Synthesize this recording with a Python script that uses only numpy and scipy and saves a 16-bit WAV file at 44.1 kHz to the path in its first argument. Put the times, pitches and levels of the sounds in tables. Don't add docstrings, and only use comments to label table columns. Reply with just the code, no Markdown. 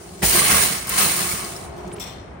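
import sys
import numpy as np
from scipy import signal
from scipy.fft import rfft, irfft, next_fast_len
from scipy.io import wavfile
from scipy.ndimage import uniform_filter1d, minimum_filter1d

SR = 44100
rng = np.random.default_rng(int(sys.argv[2]) if len(sys.argv) > 2 else 0)


def elevation(decibels):
    levels = np.asarray(decibels, float)
    return 10 ** (levels / 20)


def generate_wav(sig):
    pcm = np.round(np.clip(np.atleast_2d(sig).T, -1, 1) * 32767).astype(np.int16)
    wavfile.write(sys.argv[1], SR, pcm)


N = 105840
TIME = np.arange(N) / SR

# start in seconds, peak in dB, share of the deepest mode in dB.
JOLTS = [(0.23, -13.5, -10), (0.253, -28.5, -11), (0.285, -40, -4), (0.335, -25.5, -11.5),
         (0.38, -23.5, -12.5), (0.418, -18, -33), (0.501, -18.5, -9), (0.529, -19, -23),
         (0.556, -18.5, -25.5), (0.66, -26.5, -16), (0.709, -23, -19), (0.868, -29.5, -7),
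         (0.911, -29.5, -18), (0.987, -28, -25.5), (1.061, -19.5, -22.5), (1.211, -23.5, -19),
         (1.338, -24, -16), (1.438, -28, -26), (1.874, -34, -14.5), (1.972, -40.5, -13)]


def read(points, hz):
    f, value = np.transpose(points)
    return np.interp(np.log(hz + 1), np.log(f + 1), value)


def evened(x):
    return x / np.sqrt(np.mean(x ** 2) + 1e-20)


def shaped(x, gain):
    size = next_fast_len(N + SR // 4, real=True)
    size += size % 2
    return irfft(rfft(x, size) * gain(np.fft.rfftfreq(size, 1 / SR)), size)[..., :N]


def ring(hz, db, t60, size=8000):
    t = np.arange(size)[:, None] / SR
    return (elevation(db - 60 * t / t60) * np.sin(2 * np.pi * np.asarray(hz) * t)).sum(1)


def clicks(per_s, spread_db):
    size = elevation(spread_db * np.minimum(rng.exponential(1, N), 4)) * rng.choice([-1., 1.], N)
    return size * (rng.random(N) < per_s / SR)


def strikes(rows, sounds):
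    out = np.zeros(2 * N)
    for row, sound in zip(rows, sounds):
        start = round(row[0] * SR)
        out[start:][:len(sound)] += elevation(row[1]) * sound
    return out[:N]


def traffic():
    # frequency in Hz, level in dB per Hz.
    spectrum = [(20, -15), (60, 4), (100, 0.5), (250, -8), (800, -11), (2000, -20.5), (5000, -45.5),
                (16000, -70)]
    level_db, swell_db, start_dip_db = -39, 0.6, 7
    swell = evened(sum(np.sin(2 * np.pi * (f * TIME + rng.random())) / np.sqrt(f)
                       for f in np.geomspace(.4, 9, 20)))
    level = level_db + swell_db * swell - start_dip_db * np.exp(-(TIME / .5) ** 4)
    return elevation(level) * evened(shaped(rng.standard_normal(N), lambda f: elevation(read(spectrum, f))))


def wheels():
    # time in seconds, level in dB.
    roll = [(0.0, -39.5), (0.21, -39), (0.23, -21.5), (0.33, -39.5), (0.35, -24.5), (0.47, -40.5),
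            (0.51, -32.5), (0.85, -45.5), (1.0, -37), (1.57, -38.5), (1.76, -37), (1.9, -35), (2.05, -41.5),
            (2.4, -49.5)]
    # frequency in Hz, width in Hz, level in dB.
    resonances = [(181.3, 33, -8), (351.4, 8, -1.5), (400, 40, -10), (676, 125, -13), (810, 320, -19.5)]
    bumps_per_s, level_db, idle_fork_db = 220, -0.5, -5.5
    grit = clicks(bumps_per_s, 1.5) + 0.12 * rng.standard_normal(N)

    def drummed(part):
        return shaped(grit, lambda f: sum(elevation(db) / (1 + (2 * (f - hz) / width) ** 2) ** 0.8
                                          for hz, width, db in part))

    low, high = drummed(resonances[:3]), drummed(resonances[3:])
    drone = low + high * elevation(np.where(TIME < JOLTS[0][0], idle_fork_db, 0))
    return elevation(level_db + np.interp(TIME, *np.transpose(roll))) * evened(drone)


def squeak():
    start_s, length_s, from_hz, to_hz, jitter_hz = 1.924, 0.026, 7800, 10500, 2700.0
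    right_db, left_re_right_db = -31.5, -25
    u = np.clip((TIME - start_s) / length_s, 0, 1)
    jitter = jitter_hz * uniform_filter1d(rng.standard_normal(N), size=24)
    hz = from_hz + (to_hz - from_hz) * u + jitter
    tone = np.sin(np.pi * u) * np.sin(2 * np.pi * np.cumsum(hz) / SR)
    return elevation([[right_db + left_re_right_db], [right_db]]) * tone


def thumps():
    # start in seconds, level in dB, pitch in Hz, t60 in seconds.
    drops = [
        (0.228, -20.5, 56, 0.54),
        (0.232, -14.5, 158, 0.068),
        (0.237, -28, 95, 0.44),
        (0.527, -27, 60.6, 0.17),
        (0.534, -21, 92, 0.15),
        (0.989, -28, 194.9, 0.58),
        (1.041, -27, 89.5, 0.11),
    ]
    rise_s = 0.012
    rise = 1 - np.exp(-np.arange(24000) / SR / rise_s)
    return strikes(drops, [rise * ring([hz], 0, t60, size=24000) for _, _, hz, t60 in drops])


def frame():
    # frequency in Hz, level in dB, t60 in seconds.
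    modes = [(56, -9, 0.4), (78, -27, 0.235), (150.5, -0.5, 0.12), (179, -5, 0.18), (203, 1, 0.18),
             (288, -12, 0.37), (335, -14.5, 0.14), (440.4, -4, 0.22), (660, -6.5, 0.23)]
    level_db, deep_db, detune, spread_db = -10.5, 5.5, 0.04, 1.34
    hz, db, t60 = np.transpose(modes)
    sounds = []
    for _, _, deep_share_db in JOLTS:
        chance = rng.normal(0, 1, (2, len(hz)))
        mode_db = level_db + db + spread_db * chance[1] + (hz < 70) * (deep_share_db + deep_db)
        sounds.append(-ring(hz * (1 + detune * chance[0]), mode_db, t60, size=16000))
    return strikes(JOLTS, sounds)


def clinks():
    # start in seconds, peak in dB, pitch in Hz.
    links = [(0.092, -43, 2720), (0.138, -36.5, 8600), (0.2304, -15, 9200), (0.3594, -16, 9800),
             (0.8704, -13, 8900), (0.8934, -3, 9600), (0.9777, -17, 9000), (1.1631, -4.5, 8700),
             (1.2994, -36, 2240), (1.4446, -32, 8650), (1.4944, -32, 1730), (1.5244, -41.5, 8700),
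             (1.563, -27, 8950), (1.7649, -29.5, 5800), (1.8756, -25, 6700), (1.915, -20, 2580),
             (1.962, -19, 3400), (1.982, -20, 2420), (1.9974, -20, 8770)]
    crack_db, crack_t60_s, crack_rise_s = -7.5, 0.047, 0.0024
    ring_db, ring_t60_s = -27, .025
    t = np.arange(4000) / SR
    sounds = []
    for _, _, hz in links:
        envelope = elevation(crack_db - 60 * t / crack_t60_s * np.sqrt(hz / 5000))
        envelope *= 1 - np.exp(-t / crack_rise_s * (hz / 5000) ** 2)
        noise = uniform_filter1d(rng.standard_normal(4000), size=1 + (hz < 8800) + 2 * (hz < 7000))
        pole = np.clip(1.1 - hz / 6000, -.3, .9)
        crack = envelope * signal.lfilter([.5, -.45], [1, -pole], noise)
        modes_hz = np.clip(hz * np.exp(.25 * rng.standard_normal(14)), 500, 16000)
        sounds.append(crack + np.minimum(t / .002, 1) * ring(modes_hz, ring_db, ring_t60_s, size=4000))
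    return strikes(links, sounds)


def pings():
    # start in seconds, peak in dB, pitch in Hz, t60 in seconds, left minus right in dB.
    struck = [(.005, -40.5, 434, .15, -2), (.092, -42, 3000, .012, 0), (.15, -40.5, 400, .12, 0),
              (.222, -27, 1910, 0.2, 10), (0.331, -28, 1510, .07, -3), (.335, -31, 2400, 0.11, 0),
              (0.354, -27, 1086, .12, 0), (0.386, -25, 1104, 0.16, 0), (.418, -18.5, 1150, .07, -2),
              (.47, -25, 1157, 0.11, -2), (.498, -17.5, 2190, 0.094, -6), (.502, -23.5, 1180, 0.13, 0),
              (0.529, -17.5, 1970, 0.12, -1), (.98, -33, 2230, .15, -2), (1.002, -28, 1300, .15, 3),
              (1.315, -27, 2270, 0.073, -8), (1.373, -34, 8300, .02, -8), (1.4442, -26.5, 8650, .03, 0),
              (1.4445, -36, 10500, .02, 0), (1.448, -30, 4900, 0.03, 6), (1.49, -39, 9100, .03, -8),
              (1.53, -40, 8800, 0.027, -8), (1.564, -36, 5320, 0.045, 11), (1.568, -41, 10500, .02, 4),
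              (1.588, -50, 11600, 0.021, 0), (1.628, -47, 12400, .015, 0), (1.641, -40, 8300, .015, -8),
              (1.757, -58, 10900, 0.0093, 0), (1.781, -38, 343, 0.26, 0), (1.84, -34, 190, 0.29, 0),
              (1.865, -35, 375, 0.17, -8), (1.919, -34, 415, 0.23, 0), (1.971, -31.5, 400, .12, -3),
              (2.003, -40, 7300, 0.092, 5), (2.006, -41.5, 3440, 0.34, 11), (2.014, -33.5, 5850, 0.073, 7),
              (2.06, -43, 5600, .15, 5), (2.07, -45, 3500, .12, 4)]
    spread, rise_cycles = .03, 2
    t = np.arange(8000) / SR
    chance = rng.standard_normal((len(struck), 2, 3))
    chance = chance - chance.mean(2, keepdims=True)
    ports = []
    for port, side in enumerate((1, -1)):
        sounds = []
        for (_, _, hz, t60, lean_db), (common, differing) in zip(struck, chance):
            modes_hz = hz * (1 + spread * (common + (hz > 600) * port * differing))
            rise = 1 - np.exp(-t * hz / rise_cycles)
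            sounds.append(rise * ring(modes_hz, side * lean_db / 2 - 5, t60))
        ports.append(strikes(struck, sounds))
    return np.array(ports)


def wires(colour, count=14, size=80):
    t60_ends_s = (.075, .05)
    hits_per_s, spread_db = 3500, 3
    out = np.zeros(N)
    turn_hz = rng.uniform(1, 4, (count, 1))
    turn = elevation(5 * np.sin(2 * np.pi * (turn_hz * TIME[::64] + rng.random((count, 1)))))
    for share in turn / np.sqrt((turn ** 2).mean(0)):
        hz = rng.uniform(300, 16300, size)
        t60 = np.interp(hz, [300, 16300], t60_ends_s) * rng.uniform(0.63, 0.95, size)
        db = read(colour, hz) + rng.normal(0, 2.4, size) - 10 * np.log10(t60)
        patch = ring(hz, db, t60, size=2500)
        knocks = np.repeat(share, 64)[:N] * clicks(hits_per_s / count, spread_db)
        out += signal.oaconvolve(knocks, patch)[:N]
    return evened(out)


def jingle():
    # frequency in Hz, level in dB.
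    radiation = [(1500, -5.5), (3400, -0.5), (4950, -6), (5750, 2), (6650, -7.5), (7600, 0.5), (12200, -8),
                 (15000, -4.5)]
    # start in seconds, level in dB.
    nudges = [
        (1.775, -48.5),
        (1.997, -32.5),
        (2.013, -43),
        (2.065, -47.5),
    ]
    rise_s, t60_s, top_t60_s = 0.0019, 0.69, 0.26
    x = evened(shaped(wires(radiation, count=4), lambda f: elevation(read(radiation, f) / 2)))
    top = shaped(x, lambda f: f ** 4 / (f ** 4 + 5500.0 ** 4))

    def fade(t60):
        envelope = (1 - np.exp(-TIME / rise_s)) * elevation(-60 * TIME / t60)
        return strikes(nudges, [envelope] * len(nudges))

    return (x - top) * fade(t60_s) + top * fade(top_t60_s)


def bars():
    # frequency in Hz, level in dB, t60 in seconds.
    modes = [(726, -25, 0.07), (1100, 7, 0.15), (1160, -0.5, 0.12), (1255.5, 2.5, 0.24), (1475, 6.5, 0.066),
             (1680, -7, 0.19), (1975, -3.5, 0.17), (2240, -13, 0.082), (2260, -1, 0.11)]
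    hits_per_s, t60_scale = 400, 0.25
    return evened(sum(signal.oaconvolve(clicks(hits_per_s / 3, 3.9), ring([hz], db, t60 * t60_scale))[:N]
                      for hz, db, t60 in modes))


def basket():
    # time in seconds, level in dB, gate flap share in dB, thick wire share in dB.
    shake = [(0, -45.5, 5, -5.5), (0.217, -45, -5, -6.5), (0.22, -36.5, 0, 1), (0.232, -21.5, -3, 4),
             (.26, -17.5, -27, -5.5), (.32, -20, -30, -1), (0.371, -17.5, 1, -0.5), (.44, -22.5, -13, 0),
             (0.51, -18.5, 2.5, 2), (.64, -20, -6.5, 0), (.86, -36.5, 2, -1), (.91, -27.5, 4.5, 1),
             (.974, -25, -1, -2.5), (0.98, -17.5, -0.5, 0), (1.1, -23.5, 0.5, -1), (1.311, -26.5, 2, -3.5),
             (1.65, -43.5, 6, -2.5), (1.72, -55.5, 13, 6)]
    # frequency in Hz, level in dB.
    radiation = [(300, -18), (900, -4), (2200, 6), (3500, 2), (7000, 2), (10000, -2.5), (13000, -5),
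                 (16000, -6)]
    wire_db, bar_db, thick_below_hz = 1, -10, 4030
    bright_hz, bright_at_db, brightening = 9840, -34, 0.37
    s, db, flap_db, thick_db = np.transpose(shake)
    level = np.interp(TIME, s, db) - 40 * np.maximum(TIME - 1.998, 0)
    x = wires(radiation)
    top = shaped(x, lambda f: f ** 12 / (f ** 12 + float(bright_hz) ** 12))
    thick = shaped(x, lambda f: 1 / (1 + (f / thick_below_hz) ** 4))
    x = x + top * (elevation(brightening * (level - bright_at_db)) - 1)
    x = x + thick * (elevation(np.interp(TIME, s, thick_db)) - 1)
    return elevation(level) * (elevation(wire_db) * x + elevation(bar_db + np.interp(TIME, s, flap_db)) * bars())


def yard(x):
    t60_s, level_db = 0.3, -11
    at = np.arange(200, SR // 2, 20)
    taps = np.zeros(SR // 2 + 20)
    sign = rng.choice([-1., 1.], len(at))
    taps[at + rng.integers(0, 20, len(at))] = sign * elevation(-60 * at / SR / t60_s)
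    return elevation(level_db) * signal.fftconvolve(x, taps / np.linalg.norm(taps))[:N]


def pair(a, b):
    # frequency in Hz, correlation from -1 to 1.
    likeness = [(130, .95), (290, .72), (640, .1), (10400, 0.), (10750, -1.), (12350, -1.), (12500, .2),
                (13100, .4), (13300, 1.)]

    def same(hz):
        return np.clip(read(likeness, hz), -1, 1)

    return np.array([a, shaped(a, same) + shaped(b, lambda hz: np.sqrt(1 - same(hz) ** 2))])


def limited(x):
    gain = np.minimum(.8 / (abs(x).max(0) + 1e-9), 1)
    return x * uniform_filter1d(minimum_filter1d(gain, size=200), size=200)


def scene():
    thin_hz, thin_width_hz, thin_db, centre_clink_db = 9220, 1300, 12, -9
    hits = frame() + thumps() + clinks()
    left, right = pair(*[x + yard(x) for x in (basket(), basket())])
    right = shaped(right, lambda f: elevation(thin_db * np.exp(-((f - thin_hz) / thin_width_hz) ** 2) * (f < 10900)))
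    rest = pair(*[hits + yard(hits) + jingle() + wheels() + traffic() for _ in range(2)])
    return np.array([left, right]) + rest + squeak() + pings() + elevation(centre_clink_db) * clinks()


def band_limit(x):
    return signal.sosfilt(signal.butter(12, 16830, fs=SR, output="sos"), x)


def record(dry):
    # frequency in Hz, difference in dB.
    lean = [(400, 0), (1300, 2), (2400, 0.5), (4400, 6), (7000, 2.5), (10500, 0.5)]
    low_cut_hz, edge_hz, edge_width_hz = 51, 15850, 60

    def band(f):
        low_cut = (f / low_cut_hz) ** 4 / np.sqrt(1 + (f / low_cut_hz) ** 8)
        return .5 * (1 - np.tanh((f - edge_hz) / edge_width_hz)) * low_cut

    left, right = dry
    left = shaped(left, lambda f: band(f) * elevation(read(lean, f) / 2))
    right = shaped(right, lambda f: band(f) * elevation(-read(lean, f) / 2))
    return band_limit(limited(np.array([left, right])))


dry = scene()
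out = record(dry)
generate_wav(out)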